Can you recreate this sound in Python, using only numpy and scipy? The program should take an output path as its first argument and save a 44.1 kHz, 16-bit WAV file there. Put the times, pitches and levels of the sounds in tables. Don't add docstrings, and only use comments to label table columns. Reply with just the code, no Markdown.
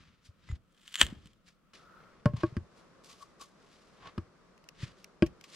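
import sys
import numpy as np
from scipy import signal
from scipy.fft import rfft, irfft
from scipy.io import wavfile

SR = 44100
rng = np.random.default_rng(int(sys.argv[2]) if len(sys.argv) > 2 else 0)


def wav_record(signal):
    frames = np.transpose(np.atleast_2d(signal))
    bounded = np.clip(frames, -1, 1)
    quanta = np.round(bounded * 32767).astype(np.int16)
    wavfile.write(sys.argv[1], SR, quanta)


N = 244898
TIME = np.arange(N) / SR
SHORT = TIME[:16384]
SIZE = 4096

# (time [s], beam drive [dB], contact cut-off [Hz], contact place [share of length],
# stump drive [dB], bark crunch peak [dB], crunch centre [Hz], jolt [dB], sinking [dB], sinking pitch [Hz])
KNOCKS = [(2.257, -19.5, 908, 0.108, -36, -24, 1700, -15.5, -14.5, 124),
          (2.3356, -44, 920, 0.055, -53, -48, 1300, -31, -22.5, 118),
          (2.4340, -24.5, 2197, 0.076, -15.5, -29.5, 1400, -27, -25, 109),
          (2.567, -48, 2980, 0.043, -34, -33, 1650, -24, -26.5, 88),
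          (4.1783, -42, 2520, 0.031, -33, -33, 1400, -27, -30, 92),
          (5.223, -23.5, 1950, 0.15, -10.5, -19.5, 2750, -12, -25, 76)]
# (frequency [Hz], level [dB])
SCUFF_COLOUR = [(100, -4), (600, -10), (1200, 2), (2000, 3.5), (3200, 3.5), (5000, 0.5), (8000, -9),
                (11000, -17.5), (16000, -36.5)]
# (frequency [Hz], level [dB])
SOIL_COLOUR = [(20, -19.5), (50, -2), (110, -4.5), (220, -11), (400, -18), (900, -31), (3000, -60.5)]


def undb(db):
    return 10 ** (np.asarray(db) / 20)


def unit(x):
    return x / np.sqrt(np.mean(x ** 2))


def peak(x, db):
    return x * undb(db) / np.abs(x).max()


def add(out, s, x):
    i = max(int(s * SR), 0)
    out[:, i:i + x.shape[-1]] += x[..., :max(N - i, 0)]


def through(x, response):
    return signal.fftconvolve(x, response[None], axes=1)[:, :x.shape[1]]


def colour(points, tilt=0):
    hz, db = np.transpose(points)
    f = np.maximum(np.fft.rfftfreq(SIZE, 1 / SR), 1)
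    level = np.interp(np.log(f), np.log(hz), db) + tilt * np.log2(np.maximum(f / 500, 1))
    cepstrum = irfft(np.log(undb(level)))
    cepstrum[1:SIZE // 2] *= 2
    cepstrum[SIZE // 2 + 1:] = 0
    return irfft(np.exp(rfft(cepstrum)))


def fade(t60):
    return np.exp(-np.log(1000) * SHORT / t60)


def swell(t, rise, fall):
    return undb(-20 * np.maximum(-t / rise, t / fall))


def waver(rate):
    points = rng.standard_normal(N // 8)
    return np.interp(TIME * rate, np.arange(len(points)), points)


def wobble(hz, rise):
    return SHORT / rise * np.exp(1 - SHORT / rise) * np.sin(2 * np.pi * hz * SHORT)


def grains(count, spread_db, side):
    size = np.minimum(rng.exponential(size=count), 6)
    mid, diff = rng.standard_normal((2, count)) * undb(spread_db * size)
    return unit(np.array([mid + side * diff, mid - side * diff]))


def air(spectrum, db):
    waver_db = 1.1
    mid, side = rng.standard_normal((2, N))
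    side = through(side[None], colour([(100, -5), (1400, -6.5), (4000, 1), (8000, -1)]))[0]
    murmur = unit(through(np.array([mid + side, mid - side]), colour(spectrum)))
    return murmur * undb(db + waver_db * waver(10))


def forest():
    # (frequency [Hz], relative level [dB])
    log_air = [(15, -30), (25, -0.5), (57, -4), (93, -19.5), (172, 2), (404, -15), (529, -9), (811, -22.5),
               (1310, -10.5), (1630, -21.5), (3180, -26), (3830, -30.5), (15000, -42.5)]
    # (frequency [Hz], relative level [dB])
    beam_air = [(15, -37.5), (25, -0.5), (98, -10.5), (176, 3), (271, -4.5), (363, -3), (543, -3.5),
                (833, -11.5), (1150, -6), (1760, -14.5), (3090, -23.5), (5570, -25.5), (11500, -40),
                (12800, -48.5), (15000, -63.5)]
    beam_start_s = 1.734
    return np.where(TIME < beam_start_s, air(log_air, db=-70), air(beam_air, db=-62))


def friction(s, rise, fall):
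    start = max(s - .5, 0)
    grit = grains(SR, spread_db=3.0, side=.4) * undb(2.5 * waver(130)[:SR])
    return start, grit, swell(start + TIME[:SR] - s, rise, fall)


def scuffing():
    # (time of the height [s],
    # rise by 20 dB [s], fall by 20 dB [s], level [dB], tilt [dB per octave], low rumble re the hiss [dB])
    scuffs = [(0.01, .03, .26, -62, -3, 1), (0.253, .026, .06, -59.5, 3.5, -6),
              (0.51, .12, .055, -58, -2, 2), (0.560, .025, .014, -60, -.5, -6),
              (1.07, .012, .17, -55, -5, -6), (1.27, .25, .12, -67, 0, 3),
              (1.478, .025, .065, -59.5, 1.5, -12), (1.736, .0032, .12, -54.5, 0, -22),
              (2.0, .3, .62, -64, -8, -14), (2.78, .08, .093, -68, 4.5, -12), (3.75, .35, .5, -66, 2, -15),
              (4.835, .06, .08, -45.5, -.7, -1), (5.0, .06, .1, -65, 2, -12)]
    # (time [s], peak [dB], t60 [s])
    ticks = [(4.578, -50.5, .014), (4.641, -50, .014), (4.6884, -33, .016), (5.0433, -35, .014),
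             (5.263, -39, .045), (5.411, -42, .014), (5.44, -40, .02)]
    # (frequency [Hz], level [dB])
    tick_colour = [(300, -42), (1200, -15), (2600, 7.5), (3700, -6.5), (5500, 0), (8000, -12), (12000, -14),
                   (16000, -23.5)]
    out, soil, click = np.zeros((2, N)), colour(SOIL_COLOUR), colour(tick_colour)
    for s, rise, fall, db, tilt, rumble_db in scuffs:
        start, grit, pressure = friction(s, rise, fall)
        hiss = unit(through(grit, colour(SCUFF_COLOUR, tilt)))
        rumble = unit(through(grit, soil))
        add(out, start, undb(db) * pressure * (hiss + undb(rumble_db) * rumble))
    for s, db, t60 in ticks:
        crack = grains(len(SHORT), spread_db=0, side=0.61) * fade(t60)
        add(out, s, peak(through(crack, click), db))
    return out


def thud(hz, cycles):
    return wobble(hz, cycles / hz)


def thudding():
    # (time [s], envelope peak of the swing [dB], pitch [Hz])
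    thuds = [(0.289, -44, 88), (0.499, -30.5, 98), (0.524, -26, 72), (1.016, -26, 290), (1.03, -28, 67),
             (1.125, -32.5, 210), (1.168, -46, 118), (1.257, -44.5, 182), (2.524, -37.5, 125),
             (4.831, -26, 122)]
    soil_rise, stump_rise = .47, .56
    jolt_hz, sink_lag_s = 208, .004
    rebound_s, rebound_db = .0385, -16
    tremble_db, tremble_t60_s = -24, .26
    break_to_shudder_s, shudder_db, shudder_t60_s = .02, -43, .65
    out, soil = np.zeros((2, N)), colour(SOIL_COLOUR)
    loads = [(s, db, thud(hz, soil_rise)) for s, db, hz in thuds]
    for s, *_, jolt_db, sink_db, sink_hz in KNOCKS:
        sink = thud(sink_hz, stump_rise)
        loads.append((s, jolt_db, thud(jolt_hz, stump_rise)))
        loads.append((s + sink_lag_s, sink_db, sink))
        loads.append((s + rebound_s, sink_db + rebound_db, sink))
    for s, db, swing in loads:
        tremble = unit(through(grains(len(SHORT), 0, side=0.6), soil))
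        tremble = tremble * fade(tremble_t60_s) * (1 - np.exp(-SHORT / .008))
        add(out, s, undb(db) * (swing + undb(tremble_db) * tremble))
    shudder = unit(through(grains(len(SHORT), 0, side=.5), soil)) * fade(shudder_t60_s)
    add(out, BREAK_S + break_to_shudder_s, undb(shudder_db) * shudder)
    return out


def blade_ring():
    # (frequency [Hz], level [dB], t60 [s])
    blade = [(2030, 0, .07), (6850, -10, .06), (7150, -11, .05)]
    return sum(undb(db) * fade(t60) * np.sin(2 * np.pi * hz * SHORT) for hz, db, t60 in blade)


def chisel():
    # (time [s], reference level [dB])
    taps = [(0.489, -44), (0.513, -48)]
    out = np.zeros((2, N))
    for s, db in taps:
        bite = grains(len(SHORT), spread_db=2.5, side=.3) * fade(.035)
        add(out, s, peak(through(bite, blade_ring()), db - 3))
        add(out, s, peak(through(bite, colour(SCUFF_COLOUR, tilt=-4)), db + 1))
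    return out


BREAK_S = 1.014


def burst(t60, tail_db, side):
    spray = grains(len(SHORT), 1.4, side) * fade(t60)
    spray *= undb(tail_db) / np.sqrt(np.sum(spray[0] ** 2))
    spray[:, 0] += 1
    return spray


def log_ring(tilt, cut_hz):
    # (frequency [Hz], bandwidth [Hz], level [dB])
    resonances = [(570, 77, -8.5), (980, 200, -4.5), (1670, 230, 0.5), (2265, 190, -9), (3120, 850, -2),
                  (3050, 200, 4), (3170, 220, 0.5), (3860, 200, -17), (4800, 500, -19), (7670, 600, -15),
                  (8000, 1700, -8.5), (11100, 1700, -23.5)]
    ring = np.zeros(len(SHORT))
    for k, (hz, width, db) in enumerate(resonances):
        decay = np.exp(-np.pi * width * SHORT)
        ring += undb(db) * width * decay * np.sin(2 * np.pi * hz * SHORT + k)
    low_cut = colour([(cut_hz / 4, -36), (cut_hz, 0), (16000, 0)], tilt)
    return signal.fftconvolve(ring[:SIZE], low_cut)[:SIZE]


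def splitting():
    # (time [s], peak [dB])
    snaps = [(0.8785, -34.5), (0.9425, -24), (0.9558, -16.5), (0.9640, -27), (0.9763, -33), (1.0140, 2.5),
             (1.0175, -14), (1.0325, -18.5), (1.0665, -25), (1.2581, -42.5), (1.2725, -44), (1.3335, -52)]
    snap_tilt, snap_dulling = -1.8, .03
    held_cut_hz, free_cut_hz = 1300, 230
    fine_early, fine_late, coarsen_s = .55, .25, .12
    rush_db, sing_db = -24, -10
    t = TIME - BREAK_S
    creep = undb(-47) * swell(t, rise=.18, fall=.105)
    rush = undb(rush_db) * swell(t, rise=.024, fall=.027)
    level = creep + rush
    share = np.clip(np.interp(t, [-coarsen_s, 0], [fine_early, fine_late]), 0, 1)
    fine = unit(through(grains(N, spread_db=6, side=.35), log_ring(tilt=4, cut_hz=520)))
    coarse = unit(through(grains(N, spread_db=5, side=0.25), log_ring(tilt=-7.0, cut_hz=1600)))
    body_colour = colour([(40, -8.5), (280, 1), (450, -12.5), (900, -3.5), (2000, -24)])
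    body = unit(through(grains(N, 2, side=0.49), body_colour))
    brush = unit(through(grains(N, spread_db=5, side=.4), colour(SCUFF_COLOUR, tilt=1.5)))
    jerks = undb(3.6 * waver(260))
    wood = np.sqrt(share) * fine + np.sqrt(1 - share) * coarse
    wood += undb(-11) * np.sqrt(level / level.max()) * body
    out = wood * (rush + undb(-2) * creep) + undb(-4.5) * brush * creep
    out *= jerks
    sing = through(grains(N, spread_db=2.5, side=.4), blade_ring())
    sing = unit(through(sing, colour([(2500, -45), (6500, 0)])))
    out += undb(rush_db + sing_db) * swell(t + .006, rise=.025, fall=.02) * sing
    for s, db in snaps:
        cut_hz = held_cut_hz if s < BREAK_S - .01 else free_cut_hz
        ring = log_ring(snap_tilt - snap_dulling * db, cut_hz)
        add(out, s, peak(through(burst(t60=.022, tail_db=-6.5, side=0.3), ring), db))
    return out


def whine():
    height_s, height_db, lose_10_db_s = 1.96, -59.5, .18
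    band = colour([(700, -41), (1150, -13.5), (1320, 0), (1500, -11.5), (2400, -43)])
    tone = unit(through(grains(N, 0, side=0.42), band))
    return tone * undb(height_db - 10 * ((TIME - height_s) / lose_10_db_s) ** 2)


def knocking():
    # (frequency once seated [Hz], level [dB], t60 before the ring factor [s])
    modes = [(455, -7, .06), (606, 0, .085), (790, -15, .05), (935, -11, .056), (1112, -1, .085),
             (1260, -9, .04), (1450, -7, .04), (1615, -2, .05), (1890, -17, .05), (2420, -6, .04),
             (2800, -6, .03), (3250, -7, .025)]
    # (frequency [Hz], level [dB])
    bark_colour = [(200, -24), (1300, 7), (2000, 0.5), (2900, 1.5), (3900, -6.5), (5100, -2.5),
                   (6500, -17.5), (8500, -18), (14000, -35)]
    seated_s = 2.4
    loose_pitch, loose_ring, seated_ring = .975, 1.2, .85
    stump_hz, stump_rise_s = 333, 0.006
    crunch_focus_db = 10.5
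    out, bark = np.zeros((2, N)), colour(bark_colour)
    for s, db, contact_hz, place, stump_db, bark_db, bark_hz, *_ in KNOCKS:
        pitch, length = (loose_pitch, loose_ring) if s < seated_s else (1, seated_ring)
        for k, (hz, mode_db, t60) in enumerate(modes):
            shape = 0.19 + abs(np.sin(np.pi * (k + 2) * place))
            drive = shape / (1 + (hz / contact_hz) ** 2)
            onset = 1 - np.exp(-SHORT / .001)
            ring = fade(t60 * length) * onset * np.sin(2 * np.pi * hz * pitch * SHORT)
            add(out, s, (-1) ** k * undb(db + mode_db) * drive * ring)
        add(out, s, undb(stump_db - 3) * wobble(stump_hz * pitch, stump_rise_s))
        crunch = grains(len(SHORT), spread_db=3.5, side=0.26) * (fade(0.02) + undb(-22.5) * fade(0.14))
        patch = colour([(0.54 * bark_hz, 0), (bark_hz, crunch_focus_db), (1.49 * bark_hz, 0)])
        add(out, s, peak(through(through(crunch, bark), patch), bark_db))
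    return out


def rubbing():
    # (time of the height [s], rise by 20 dB [s],
    # fall by 20 dB [s], level [dB], tilt [dB per octave], squeak re the rub at full pressure [dB])
    rubs = [(2.366, .004, .04, -52.5, -.5, 4), (2.41, .07, .12, -51, -3, -4),
            (3.038, .002, .13, -58, 6, -15), (3.10, .058, .19, -56.5, 4, -4),
            (3.227, .045, .033, -57, 6, 8), (3.414, .021, .074, -53, 6, 5),
            (4.074, .085, .05, -48.5, -6, -3), (5.443, .008, .026, -50.5, 3, 0),
            (5.55, .092, .056, -50, 3, -10)]
    squeak_hz, squeak_t60_s = 1130, .06
    mode = fade(squeak_t60_s) * np.sin(2 * np.pi * squeak_hz * SHORT)
    out = np.zeros((2, N))
    for s, rise, fall, db, tilt, squeak_db in rubs:
        start, grit, pressure = friction(s, rise, fall)
        rub = unit(through(grit, colour(SCUFF_COLOUR, tilt)))
        squeak = np.sqrt(pressure) * unit(through(grit, mode))
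        add(out, start, undb(db) * pressure * (rub + undb(squeak_db) * squeak))
    return out


def scatter(work):
    tail_t60_s = .5
    tail = rng.standard_normal((2, len(SHORT))) * fade(tail_t60_s) * (SHORT > .004)
    tail = through(tail, colour([(100, -5), (3000, -5.5), (12000, -11.5)]))
    tail /= np.sqrt(np.sum(tail[0] ** 2))
    return signal.fftconvolve(work, tail, axes=1)[:, :N]


def scene():
    work = scuffing() + thudding() + chisel() + splitting() + knocking() + rubbing()
    return work + undb(-37) * scatter(work) + forest() + whine()


def record(dry):
    top_hz = 15800
    left = np.append(0, dry[0, :-1]) * undb(.55)
    right = dry[1] * undb(-.55)
    ports = np.clip(np.array([left, right]), -1, 1)
    low_pass = signal.ellip(8, .2, 70, top_hz, fs=SR, output="sos")
    return signal.sosfilt(low_pass, ports)


dry = scene()
out = record(dry)
wav_record(out)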